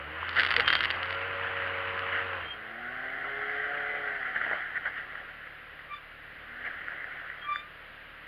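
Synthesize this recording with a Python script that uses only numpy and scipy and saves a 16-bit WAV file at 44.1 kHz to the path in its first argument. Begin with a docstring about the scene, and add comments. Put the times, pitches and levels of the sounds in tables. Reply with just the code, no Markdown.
"""A four-wheel-drive tows another out of a muddy creek, heard from the back of the towing vehicle.
First its engine revs over the rush of the water, and the strap whips out, splashing and crackling taut.
Then that engine drops to idle and the far vehicle revs, its tyres churning mud and knocking stones.
Last, the far engine slows and surges once more, and brakes squeak as the vehicle creeps up."""
import sys
import numpy as np
from scipy import signal
from scipy.fft import rfft, irfft, next_fast_len
from scipy.io import wavfile
from scipy.ndimage import uniform_filter1d, map_coordinates

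SR = 44100
rng = np.random.default_rng(int(sys.argv[2]) if len(sys.argv) > 2 else 0)


def unload_wav(signal):
    """Save mono or channel-first audio to the path in sys.argv[1] as 16-bit WAV at rate SR, clipped to [-1, 1]."""
    wavfile.write(
        sys.argv[1],
        SR,
        np.round(np.clip(np.atleast_2d(signal).T, -1, 1) * 32767).astype(np.int16),
    )


N = 364707

# tone colour of flying mud and water: frequency_hz, level_db
SPLATTER_SPECTRUM = [(60, -28), (250, -21), (400, -16.5), (560, -13), (750, -11.5), (970, -20), (1430, 2),
                     (2020, 2), (2550, -20.5), (3100, -14.5), (3700, -32.5), (4800, -39), (5900, -62)]


def amp(db):
    """Turns decibels into a number to multiply by."""
    return 10 ** (np.asarray(db) / 20)


def unit(x):
    """Scales a signal to an average power of 1."""
    return x / np.sqrt(np.mean(x ** 2) + 1e-20)


def along(points, hz):
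    """Reads between (frequency_hz, value) points, giving each octave equal room."""
    point_hz, values = np.transpose(points)
    return np.interp(np.log(hz + 1), np.log(point_hz + 1), values)


def curve(points):
    """Joins (time_s, value) points with straight lines, one value per sample."""
    times, values = np.transpose(points)
    return np.interp(np.arange(N) / SR, times, values)


def wobble(rate):
    """A smooth curve through `rate` random values a second."""
    return map_coordinates(rng.standard_normal(int(N * rate / SR) + 4), [np.arange(N) * rate / SR])


def swell(t, rise, fall):
    """A smooth hump that peaks at time zero, with its own rise and fall."""
    return np.exp(-(t / np.where(t < 0, rise, fall)) ** 2 / 2)


def surges(rows):
    """The loudness of overlapping swells, with their powers added."""
    t = np.arange(N) / SR
    return np.sqrt(sum((amp(db) * swell(t - s, rise, fall)) ** 2 for s, rise, fall, db in rows))


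def filtered(x, response):
    """Multiplies each frequency in x by response(hz)."""
    size = next_fast_len(N + SR // 2)
    return irfft(rfft(x, size) * response(np.fft.rfftfreq(size, 1 / SR)), size)[:N]


def coloured(x, spectrum):
    """Gives x a tone colour, at an average power of 1."""
    return unit(filtered(x, lambda hz: amp(along(spectrum, hz))))


def patchy(patchy_db):
    """Hiss with louder and softer patches scattered over time and pitch."""
    cells = signal.stft(rng.standard_normal(N), nperseg=512)[2]
    patches = uniform_filter1d(rng.standard_normal(cells.shape), size=5, axis=0)
    patches = uniform_filter1d(patches, size=8, axis=1)
    return unit(signal.istft(cells * amp(patchy_db * unit(patches)), nperseg=512)[1][:N])


def grains(rate, spread_db):
    """Tiny random clicks of uneven size, about `rate` a second."""
    sizes = amp(spread_db * np.minimum(rng.exponential(size=N), 4)) * rng.choice([-1, 1], N)
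    return unit(sizes * (rng.random(N) < rate / SR))


def tap_ring(spectrum, size=1024):
    """The short ring of one tap with this tone colour."""
    cepstrum = irfft(np.log(amp(along(spectrum, np.fft.rfftfreq(size, 1 / SR)))))
    fold = np.r_[1, np.full(size // 2 - 1, 2), np.zeros(size // 2)]  # puts all ringing after the tap
    return irfft(np.exp(rfft(cepstrum * fold)))


def blows(rows, spectrum, scatter, fade_s):
    """Each blow is one sharp push and a dying scatter of small ones, given a tone colour."""
    out, t, ring = np.zeros(N + SR), np.arange(SR // 10) / SR, tap_ring(spectrum)
    for start_s, db in rows:
        push = scatter * rng.standard_normal(len(t)) * amp(-60 * t / fade_s)
        push[0] += 1
        hit = signal.fftconvolve(push, ring)
        out[round(start_s * SR):][:len(hit)] += amp(db) * hit / np.abs(hit).max()
    return out[:N]


def firing_phase(hz, jitter):
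    """An angle that turns once each time a slightly unsteady engine fires."""
    return 2 * np.pi * np.cumsum(hz * (1 + jitter * wobble(25))) / SR


def exhaust(phase, hz, pipe, bark_db, uneven_db, flutter_db, count=15):
    """The engine's overtones grow louder as they pass the pitches at which its pipe rings."""
    out, grid_hz = np.zeros(N), np.arange(SR // 16)
    response = sum(amp(db) / (1 + (2 * (grid_hz - centre) / width) ** 2) for centre, width, db in pipe)
    for multiple in np.arange(2, 2 * count + 1) / 2:
        flutter = np.interp(np.arange(N), np.linspace(0, N, num=110), rng.standard_normal(110))
        upper = np.clip((multiple * hz - 310) / 80, 0, 1)  # the bark is the part above about 310 Hz
        halfway = multiple % 1 > 0  # unequal cylinder rows add tones between the overtones
        db = upper * bark_db + uneven_db * halfway + flutter_db * min(multiple / 6, 2) * flutter
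        tone = np.sin(multiple * phase + rng.uniform(0, 2 * np.pi))
        out += np.interp(multiple * hz, grid_hz, response) * amp(db) * tone
    return out


def strap_jerk():
    """The jerk as the strap takes the load, from 0 up to 1 and back."""
    return swell(np.arange(N) / SR - 0.64, rise=0.093, fall=0.17)


def background():
    """Trickling water and the idling fan merge into a steady rush, under a faint high hiss."""
    # tone colours of the rush and the hiss: frequency_hz, level_db
    rush_spectrum = [(25, -15), (70, -9), (200, -15.5), (350, -13.5), (540, -6), (900, -13), (1400, -1.5),
                     (1900, 0), (2400, -8), (2900, -7.5), (3700, -19.5), (4800, -31), (5900, -53)]
    hiss_spectrum = [(3000, -26.5), (5000, 3), (5900, -30.5), (6700, -4), (7900, -24.5), (9500, 0.5),
                     (11500, 3.5), (14000, 2), (15700, -8)]
    rush = amp(-48.5 + 0.4 * wobble(4)) * coloured(patchy(patchy_db=0.7), rush_spectrum)
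    return rush + amp(-77.5) * coloured(rng.standard_normal(N), hiss_spectrum)


def blip_and_squeaks():
    """A brief watery blip, then short, rough squeaks of strap and brakes; some creep up in pitch."""
    # the blip, then the squeaks:
    # peak_s, rise_s, fall_s, pitch_hz, creep_per_s, level_db, overtone_db, roughness (0 to 1)
    events = [(.230, 0.00065, 0.0012, 1120, 0, -25.5, -31, 0.2),
              (.595, 0.012, 0.0049, 481, 0, -32.5, -21, 0.3), (.62, 0.012, 0.012, 819, 0, -38.5, -25, 0.4),
              (0.691, 0.025, 0.063, 3178, 0.017, -32, -57, 0.46),
              (2.462, .01, 0.0087, 3160, 0, -45, -60, 0.5),
              (2.513, 0.019, 0.017, 3193, 0.079, -41, -57, 0.42),
              (5.927, 0.018, 0.022, 1176, 0.15, -39.5, -8, 0.24),
              (7.445, 0.029, 0.012, 3240, 0, -46.5, -52.5, 0.39),
              (7.503, 0.027, 0.039, 1178, 0.19, -30.5, -9.5, 0.2)]
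    # their overtones: pitch_multiple, delay (in fall times), offset_db
    overtones = [(2, -0.2, 2), (2, 2.2, -9), (3, 0, -21.5), (3, 1.46, -6.5), (4, 1.3, -25), (6, 1.5, -38)]
    out, t = np.zeros(N + SR), np.arange(-SR // 5, SR // 3) / SR

    def shake(rate):
        return map_coordinates(rng.standard_normal(200), [(t - t[0]) * rate])

    for peak_s, rise, fall, hz, creep, db, overtone_db, rough in events:
        bend = 1 + creep * np.maximum(t - 0.04, 0) + 0.0067 * rough * shake(290)
        phase = 2 * np.pi * hz * np.cumsum(bend) / SR
        tail = 0.091 * swell(t - 3.2 * fall, rise, fall)
        tone = (swell(t, rise, fall) + tail) * np.sin(phase)
        for multiple, delay, offset_db in overtones:
            gain = amp(overtone_db + offset_db + 1.6 * shake(94))
            tone += gain * swell(1.24 * (t - delay * fall), rise, fall) * np.sin(round(multiple) * phase)
        flicker = 1 + rough * shake(127.8)
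        out[round(peak_s * SR) - SR // 5:][:len(t)] += np.sqrt(2) * amp(db) * flicker * tone
    return out[:N]


def stones():
    """Stones shift under the tyres with a muffled rattle; heavy ones also thud, and pebbles tick."""
    # stones knocking: start_s, relative_level_db, thud_offset_db
    stone_hits = [(4.361, -17.5, -22.5), (4.414, -17, -15.5), (4.437, -25, -6), (4.464, -22.5, -4),
                  (4.512, -18, -2), (4.531, -18.5, -4.5), (4.775, -20, -27), (4.854, -22, -22),
                  (5.153, -25.5, -32), (5.47, -32.5, -25.5), (5.791, -32.5, -26), (6.92, -33, -4),
                  (7.3, -29, -24)]
    # pebbles ticking: start_s, level_db
    pebble_hits = [(6.883, -24), (7.0424, -24.5), (7.559, -18.5)]
    # tone colours of a knock and a thud: frequency_hz, level_db
    knock_spectrum = [(200, -36.5), (700, -18), (1000, -17), (1450, 3), (1950, 4), (2500, -19),
                      (3100, -26.5), (4500, -54.5), (6000, -76)]
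    thud_spectrum = [(100, -27), (400, -11), (640, 1.5), (900, -3), (1300, -17), (4000, -66.5)]
    knocks = blows([(s, db) for s, db, _ in stone_hits], knock_spectrum, scatter=0.6, fade_s=0.027)
    thud_hits = [(s, db + offset_db) for s, db, offset_db in stone_hits]
    thuds = blows(thud_hits, thud_spectrum, scatter=0.5, fade_s=0.11)
    ticks = blows(pebble_hits, knock_spectrum, scatter=0.034, fade_s=0.012)
    return amp(-1.1) * knocks + amp(-6.5) * thuds + ticks


def churning_mud(engine_phase):
    """The far tyres throw gritty mud, which pulses slightly with the engine."""
    # tyres ploughing forward, and spurts as one loses grip: peak_s, rise_s, fall_s, level_db
    ploughs = [(3.72, 0.74, 0.92, -34.5), (6.84, 0.28, 0.59, -40.5)]
    spurts = [(4.355, 0.0088, 0.02, -32.5), (4.491, 0.065, 0.088, -32), (4.772, 0.015, 0.0077, -34),
              (4.868, 0.012, 0.023, -33.5), (4.98, 0.016, 0.024, -35.5), (5.15, 0.048, 0.077, -43),
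              (6.665, 0.012, 0.027, -34.5)]
    rolling = curve([(2.4, 0), (2.6, 1), (7.42, 1), (7.75, 0)])
    grit = patchy(patchy_db=2.5) + 0.5 * grains(rate=500, spread_db=2.5)
    grit *= 1 + 0.088 * np.cos(engine_phase)
    return rolling * surges(ploughs + spurts) * amp(0.28 * wobble(30)) * coloured(grit, SPLATTER_SPECTRUM)


def far_vehicle():
    """The towed vehicle's exhaust grows louder with engine speed and acceleration, over churning mud."""
    # engine speed: time_s, firing_rate_hz
    engine_speed = [(0, 70.2), (1.2, 100.3), (2.5, 102.1), (2.72, 114.4), (3, 128.8), (3.3, 137.6),
                    (3.72, 143.5), (3.97, 144.2), (4.15, 137.9), (4.78, 93.2), (5.15, 87.7), (6.05, 38.14),
                    (6.45, 75), (6.75, 91.6), (7.05, 71.1), (7.4, 49.9)]
    # where the exhaust pipe rings: pitch_hz, width_hz, level_db
    pipe = [(55, 100, -7), (243, 54, -2.5), (352, 40, -3.5), (420, 27, 2), (578.4, 14, -2.5),
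            (710, 140, 1.5), (1124, 60, -9), (1515, 180, 2), (2042, 130, 0.5)]
    # low boom and upper bark going into the pipe: top_speed_db, db_per_octave, db_per_hz_per_s
    boom = (-51, 13.8, 0.053)
    bark = (-46, 36, 0.035)
    hz = curve(engine_speed)
    octaves = np.log2(hz / hz.max())
    acceleration = uniform_filter1d(np.gradient(hz) * SR, size=SR // 5)
    boom_db, bark_db = [db + per_octave * octaves + per_pull * acceleration
                        for db, per_octave, per_pull in (boom, bark)]
    phase = firing_phase(hz, jitter=0.005)
    note = amp(boom_db) * exhaust(phase, hz, pipe, bark_db - boom_db, uneven_db=-13, flutter_db=3.0)
    # gas rushing through the silencer howls near 748 Hz, louder with speed
    howl = unit(filtered(rng.standard_normal(N), lambda f: 1 / (1 + ((f - 748) / 24) ** 2)))
    howl_db = -50 + 0.25 * (hz - hz.max())
    return note + amp(howl_db) * howl + churning_mud(phase)


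def towing_vehicle():
    """The exhaust drones and the fan roars until the driver lifts off, leaving a soft idle beat."""
    # engine speed with the pedal down: time_s, firing_rate_hz
    engine_speed = [(0.0, 69.1), (0.23, 84.84), (0.49, 89.3), (0.74, 75), (0.85, 82.3), (1.0, 90),
                    (1.28, 93.65), (1.81, 91.96), (2.22, 93.26), (2.36, 91.43)]
    # where the exhaust pipe rings: pitch_hz, width_hz, level_db
    pipe = [(85, 59, -1.5), (149, 13, -12.5), (310, 34, -7), (357, 34, -14.5), (473, 41, 1), (553, 44, 3),
            (710, 31, -15), (1025, 74, -5.5), (1400, 320, -2.5)]
    # tone colour of the fan and air intake: frequency_hz, level_db
    roar_spectrum = [(30, -20.5), (120, -17.5), (240, -22), (400, -14.5), (600, -11), (900, -9),
                     (1150, -4.5), (1400, -0.5), (2000, -2), (2400, -8.5), (2950, -8), (3600, -25),
                     (4700, -37.5), (5900, -63.5)]
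    # tones of the idle beat: firing_rate_multiple, relative_level_db
    idle_tones = [(1, -64), (2, -68), (3, -74.5), (4, -67.5), (5, -76), (6, -84.5), (8, -73)]
    lift_off_s, coast_s, idle_hz, full_hz = 2.34, 0.23, 37.2, 92.4
    throttle = np.exp(-(np.maximum(np.arange(N) / SR - lift_off_s, 0) / coast_s) ** 2)
    hz = idle_hz + throttle * (curve(engine_speed) - idle_hz)
    # the strap's jerk chokes the drone and makes the intake roar
    drone_db = -46.5 - 14 * (1 - throttle) - 2 * strap_jerk()
    roar_db = -35 + 0.35 * (hz - full_hz) + 7 * strap_jerk()
    phase = firing_phase(hz, jitter=0.002)
    bark_db = np.clip(0.7 * (hz - full_hz), -9, 0)  # the pipe sings most at full speed
    drone = amp(drone_db) * exhaust(phase, hz, pipe, bark_db, uneven_db=-17, flutter_db=1.9)
    air = patchy(patchy_db=1.5) + 0.55 * grains(rate=500, spread_db=3.5)
    air *= 1 + 0.075 * np.cos(phase)  # one pulse per firing
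    roar = amp(roar_db + 0.75 * wobble(18)) * coloured(air, roar_spectrum)
    idle = sum(amp(db + 0.8 * wobble(8.6)) * np.cos(round(k) * phase) for k, db in idle_tones)
    pulling = curve([(2.55, 1), (2.85, 0)])
    return pulling * (drone + roar) + (1 - pulling) * amp(2.0) * idle


def strap():
    """The strap sheds water, then crackles and slips, ringing the hook and shaking the vehicle."""
    # water thrown off the strap: peak_s, rise_s, fall_s, level_db
    splashes = [(0.27, 0.07, 0.09, -41.5), (0.385, 0.017, 0.029, -23), (0.88, 0.07, 0.067, -42.5),
                (2.165, 0.045, 0.055, -33)]
    # fine crackle of the stretching fibres: time_s, relative_level_db
    crackle_levels = [(.2, -85), (.38, -30), (.6, -43), (.85, -40), (1, -52), (1.12, -42.5), (1.25, -59),
                      (2.4, -75)]
    # slips as the strap tightens on the hook: start_s, relative_level_db
    slip_hits = [(0.2926, -20), (0.4495, -13.5), (0.4641, -16), (0.5064, -14), (0.5141, -10.5),
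                 (0.5406, -13.5), (0.5648, -7), (0.5984, -9.5), (0.606, -10.5), (0.6788, -6.5),
                 (0.6854, -11), (0.7035, -9), (0.7286, -9.5), (0.7347, -12), (0.7531, -10), (0.807, -11),
                 (0.831, -19), (0.839, -14), (0.8479, -14.5), (0.8556, -13), (0.9041, -12.5), (0.9104, -13),
                 (1.0308, -16.5), (1.993, -24)]
    # tone colour of the sharp cracks, with dips near 6 and 8 kHz: frequency_hz, level_db
    crack_spectrum = [(200, -25), (900, -15), (1400, 2), (2050, 3.5), (2350, -7), (2900, 0.5), (4000, -13),
                      (4650, -17), (5400, -28), (5950, -51.5), (6600, -41.5), (8000, -61), (9600, -37.5),
                      (15000, -63.5)]
    # tone colour of the shaking vehicle: frequency_hz, level_db
    shudder_spectrum = [(20, -15.5), (45, -4), (120, 4.5), (200, -2.5), (300, -3.5), (600, -41.5)]
    drops = patchy(patchy_db=3.0) + 0.82 * grains(rate=970, spread_db=3.0)
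    spray = surges(splashes) * coloured(drops, SPLATTER_SPECTRUM)
    fibres = grains(rate=260, spread_db=3.8) + 0.15 * rng.standard_normal(N)
    crackle = unit(signal.fftconvolve(fibres, tap_ring(crack_spectrum))[:N])
    slips = blows(slip_hits, crack_spectrum, scatter=0.11, fade_s=0.016)
    cracks = amp(curve(crackle_levels) + 1.5) * crackle + amp(0.4) * slips
    # the steel hook rings on at one pitch, 4600 Hz
    ring = amp(5.5) * filtered(cracks, lambda f: 1 / (1 + 1j * (f - 4600) / 32))
    shudder = amp(-50.5) * strap_jerk() * coloured(rng.standard_normal(N), shudder_spectrum)
    return spray + cracks + ring + shudder


def scene():
    """Everything in the open air, on one channel."""
    return (towing_vehicle() + far_vehicle() + stones() + strap() + blip_and_squeaks() + background())[None]


def record(dry):
    """Cuts off the very highest treble."""
    return filtered(dry[0], lambda hz: hz < 15780)[None]


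dry = scene()
out = record(dry)
unload_wav(out)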